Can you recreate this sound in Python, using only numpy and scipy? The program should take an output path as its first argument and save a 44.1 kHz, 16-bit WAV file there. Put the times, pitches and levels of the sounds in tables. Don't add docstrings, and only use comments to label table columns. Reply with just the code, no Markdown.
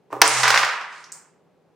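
import sys
import numpy as np
from scipy import signal
from scipy.fft import rfft, irfft
from scipy.io import wavfile

SR = 44100
rng = np.random.default_rng(int(sys.argv[2]) if len(sys.argv) > 2 else 0)


def put_to_file(sound):
    columns = np.atleast_2d(sound).T
    safe = np.clip(columns, -1, 1)
    whole_steps = np.round(safe * 32767)
    wavfile.write(sys.argv[1], SR, whole_steps.astype(np.int16))


N = 77175


def amp(db):
    return 10 ** (np.asarray(db) / 20)


def curve(points, hz, column=1):
    table = np.array(points, float)
    return np.interp(np.log(np.maximum(hz, 1)), np.log(table[:, 0]), table[:, column])


def fader(points, column=1):
    table = np.array(points, float).T
    return amp(np.interp(np.arange(N) / SR, table[0], table[column], left=-np.inf, right=-np.inf))


def pan(db):
    return amp(np.array([[db], [-db]]) / 2)


def unit(x):
    return x / np.sqrt(np.sum(x ** 2))


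def ring(x, response):
    return signal.fftconvolve(np.atleast_2d(x), np.atleast_2d(response), axes=-1)[:, :N]


def add(track, at_s, x):
    start = int(at_s * SR)
    track[..., start:start + x.shape[-1]] += x[..., :N - start]


def contact(shape, size=2048):
    cepstrum = irfft(np.log(amp(shape(np.fft.rfftfreq(size, 1 / SR)))))
    cepstrum[1:size // 2] *= 2
    cepstrum[size // 2 + 1:] = 0
    return unit(irfft(np.exp(rfft(cepstrum)))) * np.sqrt(SR / 1000)


# (frequency [Hz], t60 [s], side against mid [dB])
ROOM_BANDS = [(100, .5, -8), (400, .65, -7), (1100, 0.81, -12), (2240, 0.83, -9.5), (4444, 0.47, -5.5),
              (8100, 0.4, -3), (13900, .38, 0)]
def wide_noise(spectrum, size=N):
    hz = np.fft.rfftfreq(size, 1 / SR)
    mid, side = rfft(rng.standard_normal((2, size))) * amp(curve(spectrum, hz))
    side = side * amp(curve(ROOM_BANDS, hz, column=2))
    noise = irfft(np.array([mid + side, mid - side]), size)
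    return noise / noise.std()


def room_response(size=32768, t60_scale=1, build_s=0.002):
    t, hz = np.arange(size) / SR, np.fft.rfftfreq(size, 1 / SR)
    centres, t60s, _ = np.array(ROOM_BANDS).T
    white, tail = rfft(wide_noise([(1, 0)], size)), 0
    for rate, share in zip(np.log(1000) / (t60s * t60_scale), np.eye(len(centres))):
        band = irfft(white * np.interp(hz, centres, share))
        tail = tail + band * np.exp(-rate * t) * np.sqrt(2 * rate / SR)
    return tail * (1 - np.exp(-t / build_s)) * pan(-1.55)


# (frequency [Hz], level [dB])
AIR_SPECTRUM = [(18, -53.5), (30, -29), (117, -14), (170, -1.5), (204, -12.5), (245, -10), (336, -12.5),
                (383, -4.5), (700, -14.5), (777, -12.5), (934, -18.5), (1620, -26), (15900, -52.5)]
def room_air(level_db=-60.5):
    return wide_noise(AIR_SPECTRUM) * amp(level_db)


# (frequency [Hz], level [dB], t60 [s])
BOARD_MODES = [(308.5, -5, .45), (444.3, -2, 0.61), (692.6, -9, 1), (784, -4, 0.44), (967, -6.5, .85),
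               (1051, -15.5, .6), (1219, -13, 0.66), (1223, -11, 1), (1593, -15, .6), (1632, -13, 0.25),
               (2149, -7, .6), (2430, -12, 0.77), (2820, -11, 0.58), (6160, -8, 0.38)]
def board_ring(blow, level_db=-16.5, size=32768):
    t = np.arange(size) / SR
    modes = sum(amp(db + level_db) * unit(np.sin(2 * np.pi * hz * t) * np.exp(-np.log(1000) * t / t60))
                for hz, db, t60 in BOARD_MODES)
    return ring(blow, modes) * pan(-2.5)


def through_wood(click, size=3000, bend_hz=1200, bass_delay_s=0.0008, t60_s=0.016):
    t, hz = np.arange(size) / SR, np.fft.rfftfreq(size, 1 / SR)
    envelope = np.exp(-np.log(1000) * t / t60_s) * (1 - np.exp(-t / 0.0018))
    mid, side = rng.standard_normal((2, size)) * envelope
    body = amp(-0.5) * (unit(mid) + amp(-13) * unit(side) * np.array([[1], [-1]]))
    bend = irfft(np.exp(-2j * np.pi * bass_delay_s * bend_hz * np.arctan(hz / bend_hz)), size)
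    return ring(click, body + bend * (t < t[-1] / 2))


# (time [s], level [dB])
FLICK_THUDS = [(0.104, -40), (0.122, -34.5), (0.128, -16), (0.139, -24.5), (0.152, -29), (0.166, -27.5)]
# (frequency [Hz], level [dB])
THUD_SPECTRUM = [(60, -40), (125, -18.5), (200, -25.5), (310, 2.5), (500, 2), (700, -4), (1050, 7),
                 (1500, -13), (2600, -22), (4000, -32.5), (9000, -37), (16000, -41.5)]
def flick(ring_db=-4):
    direct = np.zeros((2, N))
    thud = contact(lambda hz: curve(THUD_SPECTRUM, hz))
    for at_s, db in FLICK_THUDS:
        add(direct, at_s, amp(db) * through_wood(thud) * pan(-1.1))
    mono = direct.mean(axis=0)
    return direct + ring(mono, room_response()) + amp(ring_db) * board_ring(mono)


# (time [s], rush level [dB], hiss level [dB])
SLIDE_LEVELS = [(0.11, -53, -65), (0.13, -42, -56), (0.20, -56, -64.5), (0.25, -19.5, -24.5),
                (0.29, -28.5, -25.5), (0.42, -26.5, -24), (0.55, -42, -36), (0.68, -44.5, -44),
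                (0.87, -67, -65), (0.93, -54, -54.5), (1.05, -56, -56), (1.18, -55.5, -78),
                (1.29, -64, -96), (1.37, -84, -105)]
# (frequency [Hz], level [dB])
RUSH_SPECTRUM = [(200, -34.5), (500, -8.5), (1000, 5), (1700, -2.5), (2600, -11.5), (4000, -29),
                 (16000, -54)]
HISS_SPECTRUM = [(500, -27.5), (2000, 1.5), (3500, -6.5), (5500, -2.5), (8500, -5.5), (11000, -23),
                 (16000, -36)]
def sliding(flutter_db=1, flutter_hz=120):
    uneven = np.interp(np.arange(N) / SR * flutter_hz, np.arange(N), rng.standard_normal(N))
    rush = wide_noise(RUSH_SPECTRUM) * fader(SLIDE_LEVELS)
    hiss = wide_noise(HISS_SPECTRUM) * fader(SLIDE_LEVELS, column=2)
    return (rush + hiss) * amp(flutter_db * uneven) * pan(-2.2)


# (time [s], level [dB])
HUM_LEVELS = [(0.12, -59.5), (0.15, -49), (0.26, -47.5), (0.33, -44.5), (0.40, -37.5), (0.49, -40),
              (0.56, -47.5), (0.65, -50.5), (0.71, -75)]
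def board_hum(hz=126.2):
    return np.sqrt(2) * np.sin(2 * np.pi * hz * np.arange(N) / SR) * fader(HUM_LEVELS) * pan(2)


# (frequency [Hz], contact level [dB], level into wood and room [dB])
CRACK_SPECTRUM = [(40, -45, -42), (200, -26, -30.5), (312, -26.5, -7), (600, -15.5, -2.5), (900, 4.5, 4),
                  (2100, 7, 2.5), (3660, -2.5, -5.5), (5795, 6, -1.5), (7300, -17.5, -15.5),
                  (8760, -3, -18.5), (12000, -17.5, -26.5), (16300, -12.5, -27)]
def crack(at_s=0.2166, length_s=0.0048, count=12, first_db=5, fade_db=-17, scatter_db=6):
    direct, blow = np.zeros((2, N)), np.zeros(N)
    click = contact(lambda hz: curve(CRACK_SPECTRUM, hz))
    body = contact(lambda hz: curve(CRACK_SPECTRUM, hz, column=2))
    for k, (jitter, side, polarity) in enumerate(rng.uniform(-1, 1, (count, 3))):
        progress = (k + jitter / 2 * (k > 0)) / (count - 1)
        gain = np.sign(polarity) * amp(first_db + fade_db * progress)
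        add(direct, at_s + progress * length_s, gain * click * pan(scatter_db * side))
    add(direct, at_s + length_s, amp(-3) * through_wood(body))
    add(blow, at_s, body)
    return direct + amp(3) * ring(blow, room_response()) + amp(3.5) * board_ring(blow)


# (time [s], level [dB], centre [Hz], room send [dB])
RIM_HITS = [(0.2784, -9.5, 8470, -1), (0.296, -27.5, 9580, -4), (0.962, -44.5, 4320, 6),
            (1.0416, -37.5, 5520, 2.5), (1.045, -40.5, 5400, -12), (1.12, -30.5, 7400, -7),
            (1.124, -26.5, 7490, 2.5)]
# (frequency [multiple of centre], level [dB])
RIM_SPECTRUM = [(.1, -41.5), (.45, -25), (.64, -6), (.8, -3), (1, 4.5), (1.18, 0.5), (1.4, -26.5),
                (1.8, -18.5), (2.5, -38.5)]
def rim_clicks():
    direct, send = np.zeros((2, N)), np.zeros(N)
    for at_s, db, centre_hz, room_db in RIM_HITS:
        spectrum = np.array(RIM_SPECTRUM) * [centre_hz, 1]
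        click = amp(db) * contact(lambda hz: curve(spectrum, hz))
        add(direct, at_s, click * pan(-1.5))
        add(send, at_s, click * amp(room_db))
    return direct + ring(send, room_response(t60_scale=0.87))


# (time [s], level [dB], treble tilt [dB], send [dB])
FRAME_HITS = [(0.433, -10, 10.5, 2), (0.437, -11.5, 3, 12), (0.441, -12.5, -9, 7.5), (0.455, -12.5, -4, 9),
              (0.468, -11.5, -7, -8), (0.478, -11, 3.5, 8), (0.48, -10.5, 12, 5.5), (0.485, -22.5, -14, 8),
              (0.5035, -14, 6, 7), (0.5047, -9, 11.5, 1), (0.507, -20.5, 4, 10.5), (0.517, -18.5, -2, 8.5),
              (0.525, -18, 6, 5.5), (0.542, -8.5, -1, 3.5), (0.546, -13.5, 10.5, 9.5),
              (0.560, -8, -5.5, 3.5), (0.5757, -6, 5.5, 1.5), (0.581, -23, 16, 8), (0.593, -14.5, 3, 8),
              (0.631, -15, 4.5, 8), (0.635, -13.5, 0, 4.5), (0.648, -22.5, 11.5, -0.5),
              (0.666, -18.5, -21, 6.5), (0.691, -19, 0, 6), (0.734, -23.5, -3.5, 5.5), (0.803, -35, -6, -8),
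              (0.812, -28.5, 1, 7.5), (0.926, -36, 2.5, 7.5)]
# (frequency [Hz], level [dB])
KNOCK_SPECTRUM = [(60, -44.5), (200, -30.5), (330, -19), (500, -7.5), (750, -2.5), (1050, 4.5), (1600, 4.5),
                  (2300, -0.5), (3500, -8), (5200, -9.5), (7000, -19.5), (9500, -31), (12000, -43),
                  (16000, -49.5)]
def frame_knocks(rail_count=4, treble_hz=3030):
    direct, rails = np.zeros((2, N)), np.zeros((rail_count, N))
    for k, (at_s, db, tilt_db, send_db) in enumerate(FRAME_HITS):
        knock = amp(db) * contact(
            lambda hz: curve(KNOCK_SPECTRUM, hz) + tilt_db * np.log10(1 + (hz / treble_hz) ** 3))
        add(direct, at_s, through_wood(knock) * pan(-1.5))
        add(rails[k % rail_count], at_s, knock * amp(send_db))
    room = sum(ring(rail, room_response()) for rail in rails)
    return direct + room + amp(-5.5) * board_ring(rails.sum(axis=0))


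def scene():
    blows = flick() + crack() + frame_knocks() + rim_clicks()
    return blows + sliding() + board_hum() + room_air()


def record(dry, low_cut_hz=95, top_hz=16000):
    low_cut = signal.butter(1, low_cut_hz, "high", fs=SR, output="sos")
    top_cut = signal.ellip(8, .2, 70, top_hz, fs=SR, output="sos")
    clipped = np.clip(dry, -1, 1)
    return signal.sosfilt(top_cut, signal.sosfilt(low_cut, clipped))


dry = scene()
out = record(dry)
put_to_file(out)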